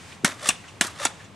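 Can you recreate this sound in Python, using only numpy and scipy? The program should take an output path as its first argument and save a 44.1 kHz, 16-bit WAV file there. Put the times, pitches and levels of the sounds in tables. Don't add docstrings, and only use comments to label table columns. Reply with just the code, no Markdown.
import sys
import numpy as np
from scipy import signal
from scipy.fft import rfft, irfft, next_fast_len
from scipy.io import wavfile
from scipy.ndimage import map_coordinates

SR = 44100
rng = np.random.default_rng(int(sys.argv[2]) if len(sys.argv) > 2 else 0)


def unload_wav(signal):
    wavfile.write(
        sys.argv[1],
        SR,
        np.round(np.clip(np.atleast_2d(signal).T, -1, 1) * 32767).astype(np.int16),
    )


N = 59535

# start_s, unused, thud_db, knock_db, body_db, clang_db, crack_db
LANDINGS = [(0.246, -1, -31, -24.5, -13.5, -20, -16), (0.81, -2, -31.5, -27.5, -16, -18, -16)]
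TAKEOFFS = [(0.489, -3, -33.5, -28, -24, -17, -14.5), (1.052, -1, -31.5, -23.5, -22, -24.5, -17.5)]
# pitch_hz, t60_s, landing_db, first_takeoff_db, second_takeoff_db
TUBE_MODES = [(770, 0.02, -8, -10, 5), (1162, 0.034, -0.5, 1.5, -8), (1372, .07, -10.5, -35, -3.5),
              (1686, 0.043, 3.5, -31, -21), (1845, 0.061, -2, -9, -4.5), (2130, .04, 2, -16, -12),
              (2516, 0.036, -8, 6, -10), (2770, 0.035, 1.5, 11, -5), (3525, 0.085, -12, -4, -2),
              (3412, 0.072, -0.5, -34, -1), (5760, 0.041, -5.5, 5, 3.5), (6760, 0.032, -18, 3, 7.5),
              (7950, 0.039, 0.5, 5.5, 3), (9160, 0.016, -13, 12, -24)]
ONSET_LEAD_S = 0.000688


def amp(db):
    return 10 ** (np.asarray(db) / 20)


def unit(x):
    return x / np.sqrt(np.mean(x ** 2) + 1e-20)


def along(points, hz):
    f, v = np.transpose(points)
    return np.interp(np.log(hz + 1), np.log(f + 1), v)


def filtered(x, response):
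    m = next_fast_len(N + SR // 2)
    return irfft(rfft(x, m) * response(np.fft.rfftfreq(m, 1 / SR)), m)[..., :N]


def resonance(f, hz, width_hz):
    return 1j * f * width_hz / (hz * hz - f * f + 1j * f * width_hz)


def band(x, lo_hz, hi_hz, order=2):
    sections = signal.butter(order, [lo_hz, min(hi_hz, SR / 2 - 1)], 'band', fs=SR, output='sos')
    return signal.sosfilt(sections, x)


def since(start_s):
    return np.arange(N) / SR - start_s


def fade(start_s, attack_s, hold_s, decay_s):
    t = since(start_s)
    return np.clip(t / attack_s, 0, 1) * np.exp(-np.maximum(t - hold_s, 0) / decay_s)


def wobble(rate_hz):
    knots = rng.standard_normal(int(N * rate_hz / SR) + 4)
    return map_coordinates(knots, [np.arange(N) * rate_hz / SR])


def noise(spectrum):
    return unit(filtered(rng.standard_normal(N), lambda f: amp(along(spectrum, f))))


def grit(rate_hz, spread_db):
    contacts = (rng.random(N) < rate_hz / SR) * rng.choice([-1, 1], N)
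    return unit(contacts * amp(spread_db * np.clip(rng.standard_normal(N), -2, 2)))


def night():
    # frequency_hz, level_db
    rumble = [(15, -52), (25, -24), (54, -20), (97, -2), (129, -7), (190, -7.5), (281, -12.5), (394, -18),
              (500, -26), (650, -44.5), (1100, -120)]
    air = [(180, -19), (300, -10.5), (396, -0.5), (515, 0), (1110, -0.5), (1440, -7), (2690, -7.5),
           (5350, -18), (8190, -19.5), (15000, -42)]
    hiss = [(800, -5), (2200, 1), (4500, -5.5), (8500, -8), (12000, -24), (16000, -50)]
    # time_s, level_db
    hiss_levels = [(0, -48.5), (0.13, -47), (0.21, -59), (0.6, -51), (0.78, -55.5), (1.22, -52),
                   (1.35, -72)]
    hiss_db = np.interp(since(0), *np.transpose(hiss_levels))
    return amp(-49) * noise(rumble) + amp(-51) * noise(air) + amp(hiss_db) * noise(hiss)


def street(x):
    # frequency_hz, t60_s
    decay_times = [(150, 0.21), (600, 0.68), (1500, 0.38), (4000, .4), (8000, 0.26), (15000, 0.15)]
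    # delay_s, level_db, smear_s, cutoff_hz
    walls = [(.048, -26, 0.0078, 4090), (0.188, -30, .02, 6800), (0.388, -28.5, .025, 2600)]
    hz, t, spectra = signal.stft(rng.standard_normal(N), SR, nperseg=256)
    decay = amp(-60 * t / along(decay_times, hz)[:, None])
    tail = signal.istft(spectra * decay, SR, nperseg=256)[1][:N] * fade(0.0078, 0.0041, 1, 1)
    response = amp(-21) * unit(tail)
    for delay_s, db, smear_s, cutoff_hz in walls:
        reflection = band(rng.standard_normal(N), 650, cutoff_hz) * fade(delay_s, 0.0017, 0, smear_s)
        response += amp(db) * unit(reflection) * np.sqrt(cutoff_hz / (SR / 2))
    echo = signal.fftconvolve(x, response / np.sqrt(N))[:N]
    blur_rad = 1.97 * wobble(rate_hz=220)
    return np.real(signal.hilbert(echo) * np.exp(1j * blur_rad))


def ticks():
    # start_s, level_db, band_hz
    bursts = [(0.121, -39, 2900), (0.256, -24, 5100), (0.271, -36, 4800), (0.316, -38, 2400),
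              (0.408, -45, 2480), (0.428, -37.5, 7100), (0.473, -32, 8100), (0.504, -22.5, 2480),
              (0.838, -32, 7600), (0.858, -48, 7500), (0.869, -32.5, 7700), (0.996, -37, 1600),
              (1.064, -28, 3590)]
    return sum(amp(db) * fade(s, 0.00042, 0.0044, 0.0042)
               * unit(band(grit(rate_hz=7000, spread_db=8), hz / 1.9, hz * 1.305, order=3))
               for s, db, hz in bursts)


def spring():
    # centre_s, spread_s, level_db
    hums = [(0.452, 0.021, -39.5), (1.005, 0.0118, -40)]
    level = sum(amp(db) * np.exp(-(since(s) / spread_s) ** 2 / 2) for s, spread_s, db in hums)
    hum = filtered(rng.standard_normal(N), lambda f: resonance(f, hz=574, width_hz=74) ** 2)
    return level * unit(hum)


def foot():
    # start_s, level_db, pitch_hz
    thumps = [(0.2440, -13.5, 207.5), (0.4885, -23, 221), (0.8090, -22.5, 245), (1.0528, -33.5, 267)]
    scuff = (0.2372, -24, 339)
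    return sum(amp(db) * fade(s, 0.0021, 0.0047, 0.0034) * np.sin(2 * np.pi * hz * since(s))
               for s, db, hz in [*thumps, scuff])


def scrape(spectrum):
    # pitch_hz, width_hz, level_db
    rings = [(1200, 98, 14), (1360, 67, -12.5), (1830, 390, 8), (3560, 210, 8.5)]

    def body(f):
        ringing = sum(amp(db) * resonance(f, hz, width_hz) for hz, width_hz, db in rings)
        return amp(along(spectrum, f)) * (1 + amp(-9) * ringing)

    friction = grit(rate_hz=9000, spread_db=3.5) * amp(2.5 * wobble(rate_hz=240))
    return unit(filtered(friction, body))


def shaft():
    # frequency_hz, level_db
    in_spectrum = [(150, -40), (250, -2.5), (505, -10), (569, -1.5), (788, -7), (1410, -3.5), (2360, -11),
                   (8100, -11), (11400, -19.5), (15000, -52.5)]
    out_spectrum = [(150, -48), (250, -16.5), (569, -3.5), (951, -6.5), (1250, -3), (2400, -9), (2800, -6),
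                    (9130, -11), (10800, -18), (15000, -46)]
    full_speed_db = [(-28, -28, -30.5), (-27, -28.5, -42)]
    squeeze_s, release_s, stall_db = 0.12, 0.1, -21.5
    inward, outward, rasp = np.zeros((3, N))
    for (down, *_), (up, *_), (in_db, out_db, rasp_db) in zip(LANDINGS, TAKEOFFS, full_speed_db):
        contact = fade(down, 0.0048, up - down, 0.014)
        gone_s, left_s = np.maximum(since(down), 0), np.maximum(-since(up), 0)
        inward += contact * amp(in_db + stall_db * (gone_s / squeeze_s) ** 1.35)
        outward += contact * amp(out_db + stall_db * (left_s / release_s) ** 1.55)
        rasp += contact * amp(rasp_db) * np.exp(-left_s / 0.021)
    sliding = inward * scrape(in_spectrum) + outward * scrape(out_spectrum)
    return sliding + rasp * unit(band(grit(rate_hz=4000, spread_db=-8), 3600, 9600, order=3))


def snaps():
    lag_s, levels_db = 0.00061, [-18, -28.5]
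    return sum(amp(db) * fade(s + lag_s - ONSET_LEAD_S, 0.000214, 0.0006, 0.00063)
               * unit(band(grit(rate_hz=19400, spread_db=8.5), 5500, 12500))
               for (s, *_), db in zip(TAKEOFFS, levels_db))


def clack(s, levels_db, modes_db, attack_s, hold_s, decay_s, chatter_db, chatter_s, ring_db):
    # low_hz, high_hz, trim_db
    registers = [(160, 347, -2.5), (601, 1050, 0.5), (1098, 2240, -1), (2576, 4100, -1), (5350, 9790, -1)]
    blow = fade(s, attack_s, hold_s, decay_s)
    chatter = amp(chatter_db) * fade(s, attack_s, hold_s, chatter_s)
    x = grit(rate_hz=14000, spread_db=4.5) * (blow + chatter)
    for (hz, t60_s, *_), db in zip(TUBE_MODES, modes_db):
        ring = amp(ring_db + db) * fade(s, attack_s, 0, t60_s / np.log(1000))
        x += ring * np.sin(2 * np.pi * (hz * since(s) + rng.random()))
    share = np.sqrt(0.03 * SR / N)
    return share * sum(amp(db + trim_db) * unit(band(x, lo, hi, order=3))
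                       for db, (lo, hi, trim_db) in zip(levels_db, registers))


def clacks():
    _, _, landing_modes, *takeoff_modes = np.transpose(TUBE_MODES)
    down = sum(clack(s - ONSET_LEAD_S, levels, landing_modes, attack_s=0.0019, hold_s=0.0029,
                     decay_s=0.0023, chatter_db=1, chatter_s=0.011, ring_db=-8.5)
               for s, _, *levels in LANDINGS)
    up = sum(clack(s - ONSET_LEAD_S, levels, modes, attack_s=0.0011, hold_s=0.0015,
                   decay_s=0.0032, chatter_db=-11.5, chatter_s=0.015, ring_db=-9.5)
             for (s, _, *levels), modes in zip(TAKEOFFS, takeoff_modes))
    return amp(-6) * down + amp(-4.5) * up


def scene():
    # frequency_hz, side_db
    width = [(30, -20.5), (100, -19.5), (1000, -16), (5000, -17.5), (9000, -11), (12000, -4)]
    side_gain = lambda f: amp(along(width, f))
    stick = clacks() + snaps() + foot() + shaft() + spring() + ticks()
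    mid = stick + street(stick) + night()
    scatter = unit(rng.standard_normal(N) * fade(0, 0.0011, 0, 0.0041)) / np.sqrt(N)
    side = filtered(signal.fftconvolve(stick, scatter)[:N], side_gain)
    side += amp(-8.5) * street(stick) + amp(9) * filtered(night(), side_gain)
    return np.array([mid + side, mid - side])


def record(dry):
    # frequency_hz, left_minus_right_db
    balance = [(60, 1.5), (200, 2.6), (700, 0.9), (1500, -1), (4400, 0), (8100, 1), (10500, 0), (13000, -4)]
    # frequency_hz, gain_db
    colour = [(100, -1), (9500, -0.5), (12000, 0), (14500, -4), (15700, -3.5), (16600, -10)]
    pair = filtered(dry, lambda f: amp(along(colour, f) + np.array([[.5], [-.5]]) * along(balance, f)))
    return filtered(np.clip(pair, -1, 1), lambda hz: hz < 16600)


dry = scene()
out = record(dry)
unload_wav(out)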